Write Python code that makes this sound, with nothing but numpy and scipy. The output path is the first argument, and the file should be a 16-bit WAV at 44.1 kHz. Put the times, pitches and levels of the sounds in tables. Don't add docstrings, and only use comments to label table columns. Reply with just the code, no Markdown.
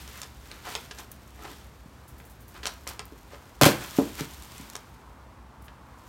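import sys
import numpy as np
from scipy import signal
from scipy.fft import rfft, irfft
from scipy.io import wavfile

SR = 44100
rng = np.random.default_rng(int(sys.argv[2]) if len(sys.argv) > 2 else 0)


def to_wav(sig):
    pcm = np.clip(np.atleast_2d(sig), -1, 1) * 32767
    pcm = np.round(pcm).astype(np.int16)
    wavfile.write(sys.argv[1], SR, pcm.T)


N = 268172
T = np.arange(N) / SR
LANDING_S = 3.65

# [height of the stroke t/s, husk level/dB, centre f/Hz, rise t/s, fall t/s, leaflet level/dB]
SCRAPES = [(.019, -59, 1720, 0.069, .049, -49), (.19, -54, 1520, 0.11, 0.054, -49.5),
           (.53, -57, 1550, 0.093, 0.39, -57.5), (.675, -41.5, 890, .022, 0.032, -48),
           (.712, -48.5, 1720, 0.024, 0.061, -42), (.995, -50, 900, 0.016, 0.022, -46.5),
           (1.45, -46.5, 790, 0.046, 0.044, -55), (1.53, -57.5, 3000, 0.099, 0.088, -54.5),
           (2.57, -55, 1000, 0.028, 0.063, -57), (2.668, -63, 1220, 0.02, 0.05, -46),
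           (2.897, -47.5, 960, 0.014, 0.024, -42.5), (3.335, -48, 920, .025, 0.024, -59),
           (3.849, -43.5, 990, 0.054, 0.055, -48.5), (3.99, -46.5, 1100, 0.035, 0.057, -41.5),
           (4.2, -39.5, 1260, 0.022, 0.028, -40), (4.569, -56.5, 2070, 0.066, 0.18, -52.5)]


def undb(db):
    return 10 ** (np.asarray(db) / 20)


def unit(x):
    return x / np.sqrt(np.mean(x ** 2))


def curve(rows):
    return undb(np.interp(T, *np.transpose(rows)))


def add(track, s, x):
    i = max(int(s * SR), 0)
    track[i:i + len(x)] += x[:max(N - i, 0)]


def colour(x, points):
    hz, db = np.transpose(points)
    size = 4096
    log_hz = np.log(np.fft.rfftfreq(size, 1 / SR) + 1)
    gain = unit(undb(np.interp(log_hz, np.log(hz), db)))
    cepstrum = irfft(np.log(gain))[:size // 2]
    cepstrum[1:] *= 2
    impulse = irfft(np.exp(rfft(cepstrum, size)))
    return signal.fftconvolve(x, impulse)[:len(x)]


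def band(x, hz, q):
    w = 2 * np.pi * min(hz, SR / 3) / SR
    a = np.sin(w) / (2 * q)
    passed = signal.lfilter([a, 0, -a], [1 + a, -2 * np.cos(w), 1 - a], x)
    return passed * np.sqrt((1 + a) / a)


def dull(x, hz):
    return signal.sosfilt(signal.butter(2, min(hz, .45 * SR), fs=SR, output="sos"), x)


def walk(rate):
    step = int(SR / rate)
    count = N // step + 2
    return np.interp(T, np.arange(count) * step / SR, rng.standard_normal(count))


def swell(t, rise, fall):
    return np.exp(-np.where(t < 0, (t / rise) ** 2, t / fall))


def grains(size, spread_db):
    strength = np.clip(rng.standard_normal(size), -2, 2)
    return unit(rng.standard_normal(size) * undb(spread_db * strength))


def fracture(time, spread_db, lead):
    t = T[:SR // 5]
    fade = np.exp(-t / max(time, 1e-4))
    x = unit(grains(len(t), spread_db) * fade) * np.sqrt(np.mean(fade ** 2))
    x[0] = lead
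    return x


def stir():
    # [t/s, level/dB before flutter and trim]
    breeze = [(0, -57), (1.8, -64), (2.6, -63), (3.6, -60.5), (4.85, -71.5), (5.4, -80.5), (5.88, -71),
              (6.08, -60.5)]
    leaf_lag = 1.5
    strokes = 0
    for s, _, _, rise, fall, db in SCRAPES:
        strokes = strokes + (undb(db) * swell((T - s) / leaf_lag, rise, fall)) ** 2
    heap_db, fall_db_per_s, rest_s = -43.5, 10.5, 4.82
    settling = np.clip((rest_s - T) / 0.14, 0, 1) * (T > LANDING_S)
    heap = settling * undb(heap_db - fall_db_per_s * (T - LANDING_S))
    return np.sqrt(curve(breeze) ** 2 + strokes + heap ** 2)


def leaves():
    # [f/Hz, relative level/dB]
    leaf_tone = [(300, -4.5), (1500, -0.5), (3500, 0), (6500, -4.5), (9000, -5), (10500, -10), (12500, -6),
                 (16000, -11)]
    ticks_per_s, tick_db = 90, -6.5
    flutter = undb(1.0 * walk(60))
    tips = (rng.random(N) < ticks_per_s / SR) * rng.uniform(-0.99, 1, N)
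    splinters = signal.fftconvolve(tips, fracture(.0006, spread_db=6.0, lead=4.0))[:N]
    ticks = undb(tick_db) * unit(band(splinters, 11000, q=.7) * flutter)
    rustle = colour(rng.standard_normal(N) + ticks, leaf_tone)
    return rustle * flutter * stir() * undb(-0.5)


def traffic():
    # [f/Hz, relative level/dB]
    town_tone = [(20, -32), (35, -29), (48, -0.5), (62, 10.5), (85, -4), (125, -2.5), (165, -8),
                 (240, -8.5), (400, -14.5), (650, -16), (1000, -18.5), (1400, -19), (3000, -30),
                 (15000, -43.5)]
    # [t/s, level/dB]
    road = [(0, -63.5), (2.5, -64.5), (4.4, -56.5), (5.3, -57.5), (6.08, -56)]
    town = unit(colour(rng.standard_normal(N), town_tone)) * undb(-49.03 + .5 * walk(6))
    tyres = unit(band(band(rng.standard_normal(N), 976, q=1.8), 976, q=1.8))
    return town + tyres * curve(road)


def scrapes():
    out = np.zeros(N)
    for s, db, hz, rise, fall, _ in SCRAPES:
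        t = T[:SR] - .5
        rough = grains(len(t), spread_db=12.0)
        body = undb(-10.5) * band(rough, 372, q=5.2)
        tone = dull(band(rough, hz, q=1.0) + body, 9.0 * hz)
        stroke = undb(db) * swell(t, rise, fall) * tone
        cut = max(int((.5 - s) * SR), 0)
        add(out, s - .5, stroke[cut:])
    return out * undb(4.5 * walk(110))


def snap(hz, time):
    x = fracture(time, spread_db=8.0, lead=3.74)
    body = undb(-5.0) * min(3500 / hz, 1) * band(x, 670, q=0.37)
    return dull(band(x, hz, q=0.62) + body, 2.05 * hz)


def snaps():
    # [t/s, level/dB, centre f/Hz, splintering t/s]
    cracks = [(0.0775, -36, 4770, .0011), (.217, -30, 5240, 0.0017), (.232, -35, 3700, 0.0043),
              (0.515, -33, 3520, 0.0013), (.522, -46, 2970, 0.0012), (0.7523, -22, 3200, 0.002),
              (0.757, -30.5, 2320, 0.0017), (.911, -35, 3310, 0.005), (0.986, -39, 4300, 0.0059),
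              (1.1163, -35.5, 13000, .0032), (1.391, -44, 935, .0038), (2.201, -44.5, 1420, .0025),
              (2.6319, -36.5, 2460, 0.011), (2.656, -23, 3600, 0.0015), (2.6674, -23, 5270, 0.001),
              (2.671, -25, 4250, 0.0044), (2.869, -36.5, 1430, 0.0067), (2.8745, -28.5, 6350, 0.0029),
              (2.89, -31.5, 7260, 0.0015), (2.9936, -27, 4040, .0012), (2.996, -34, 1390, 0.0034),
              (3.055, -40, 14000, 0.00077), (4.7002, -35, 7400, .0012), (4.754, -26, 3870, 0.0018),
              (4.764, -34, 5530, 0.0025), (5.682, -48, 1990, 0.0083)]
    out = np.zeros(N)
    for s, db, hz, time in cracks:
        add(out, s, undb(db) * snap(hz, time))
    return out


def blows():
    # [t/s, knock level/dB, contact pitch f/Hz, crunch level/dB, crunch t/s]
    contacts = [(1.514, -39.5, 318, -57, .004), (1.858, -39.5, 204, -73, .004),
                (3.122, -36, 318, -54, .0052), (3.334, -35, 570, -55, .004),
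                (3.613, -6.5, 1150, -13.5, .0046), (3.6152, -8.5, 540, -14.5, .002),
                (3.62, -9.5, 280, -12, .0054), (3.626, -14, 126, -34, .0028),
                (3.6337, -13, 550, -1.5, 0.0015), (3.642, -6.5, 1130, -16, 0.0061),
                (3.654, -24, 510, -9, 0.002), (3.659, -12.5, 125, -13.5, 0.0028),
                (3.6619, -7, 463, -10.5, 0.0034), (3.667, -5.5, 323, -20.5, 0.032),
                (3.9861, -7.5, 276, -58, .0078), (3.9875, -15, 650, -56, 0.025),
                (3.998, -23.5, 920, -56, .004), (4.208, -23.5, 290, -30, .002),
                (4.212, -28, 141, -55, .004), (4.598, -34, 214, -53, .004)]
    # [f/Hz, relative level/dB, time to fade by 60 dB t/s]
    husk = [(126, -10.5, 0.13), (147, -13.5, .15), (276, -5, .25), (303, -26.5, 0.13), (449, 2, .27),
            (570, 9.5, .11), (614, 6.5, 0.085), (860, -17, 0.04), (1040, 0, 0.023), (1795, -15, 0.069),
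            (2520, 2, .06), (4200, 8, .03), (4150, 4, 0.022)]
    # [f/Hz, relative level/dB]
    crushed_tone = [(150, 7.5), (520, -12.5), (750, 8.5), (1150, 4.5), (2500, 6.5), (3300, 2), (4200, 3),
                    (5200, 2), (9000, -1.5), (10500, -4), (12500, -0.5), (16000, -8.5)]
    pushes, crunch, t = np.zeros(N), np.zeros(N), T[:SR // 3]
    for s, knock_db, hz, crunch_db, time in contacts:
        age = hz * t / 0.46
        flex = np.sin(2 * np.pi * hz * t) * age * np.exp(1 - age)
        add(pushes, s, undb(knock_db) * flex)
        add(crunch, s, undb(crunch_db) * fracture(time, spread_db=12.0, lead=3.0))
    contact = pushes + colour(crunch, crushed_tone)
    ring = np.zeros(len(t))
    for hz, db, t60 in husk:
        ring += undb(db) * np.cos(2 * np.pi * hz * t) * np.exp(-np.log(1000) * t / t60)
    sound = contact + undb(-57) * signal.fftconvolve(contact, ring)[:N]
    return signal.sosfilt(signal.butter(2, 75, "high", fs=SR, output="sos"), sound)


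def crackles(count=6):
    # [start t/s, end t/s, middle level/dB, centre f/Hz, splintering t/s]
    spells = [(2.078, 2.497, -53.5, 13100, 0.026), (4.325, 4.638, -43, 7450, .002),
              (5.61, 5.672, -58, 11800, 0.0094)]
    scatter_db = 3
    out = np.zeros(N)
    for start, end, db, hz, time in spells:
        for k, (when, strength) in enumerate(rng.random((count, 2))):
            s = start + (end - start) * (k + when) / count
            level_db = db + scatter_db * (2 * strength - 1)
            add(out, s, undb(level_db) * snap(hz, time))
    return out


def yard(x):
    # [delay t/s, level/dB]
    walls = [(.0072, -15), (.0098, -10), (0.025, -17.5), (.036, -43)]
    # [centre f/Hz, level/dB, time to fade by 60 dB t/s]
    tails = [(130, -24, .36), (420, -16, .29), (1300, -10, .3), (4000, -13, .26), (11000, -17, .2)]
    t = T[:SR * 3 // 4]
    response = np.zeros(len(t))
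    for hz, db, t60 in tails:
        scatter = grains(len(t), spread_db=4.0)
        fade = np.exp(-np.log(1000) * t / t60) * (1 - np.exp(-t / 0.0016))
        tail = band(band(scatter, hz, q=0.94), hz, q=0.7) * fade
        response += undb(db) * tail / np.linalg.norm(tail)
    for delay, db in walls:
        response[int(delay * SR)] += undb(db)
    return signal.fftconvolve(x, response)[:N]


def scene():
    scratchy, knocks = scrapes() + snaps() + crackles(), blows()
    crown_db, litter_db, blow_db = -2.5, -6, -4
    place_db = np.where(T < LANDING_S, crown_db, litter_db)
    echoes = yard(undb(place_db) * scratchy + undb(blow_db) * knocks)
    return (leaves() + traffic() + scratchy + knocks + echoes)[None]


def record(dry):
    rounded = np.tanh(dry)
    return signal.sosfilt(signal.ellip(10, .2, 80, 16000, fs=SR, output="sos"), rounded)


dry = scene()
out = record(dry)
to_wav(out)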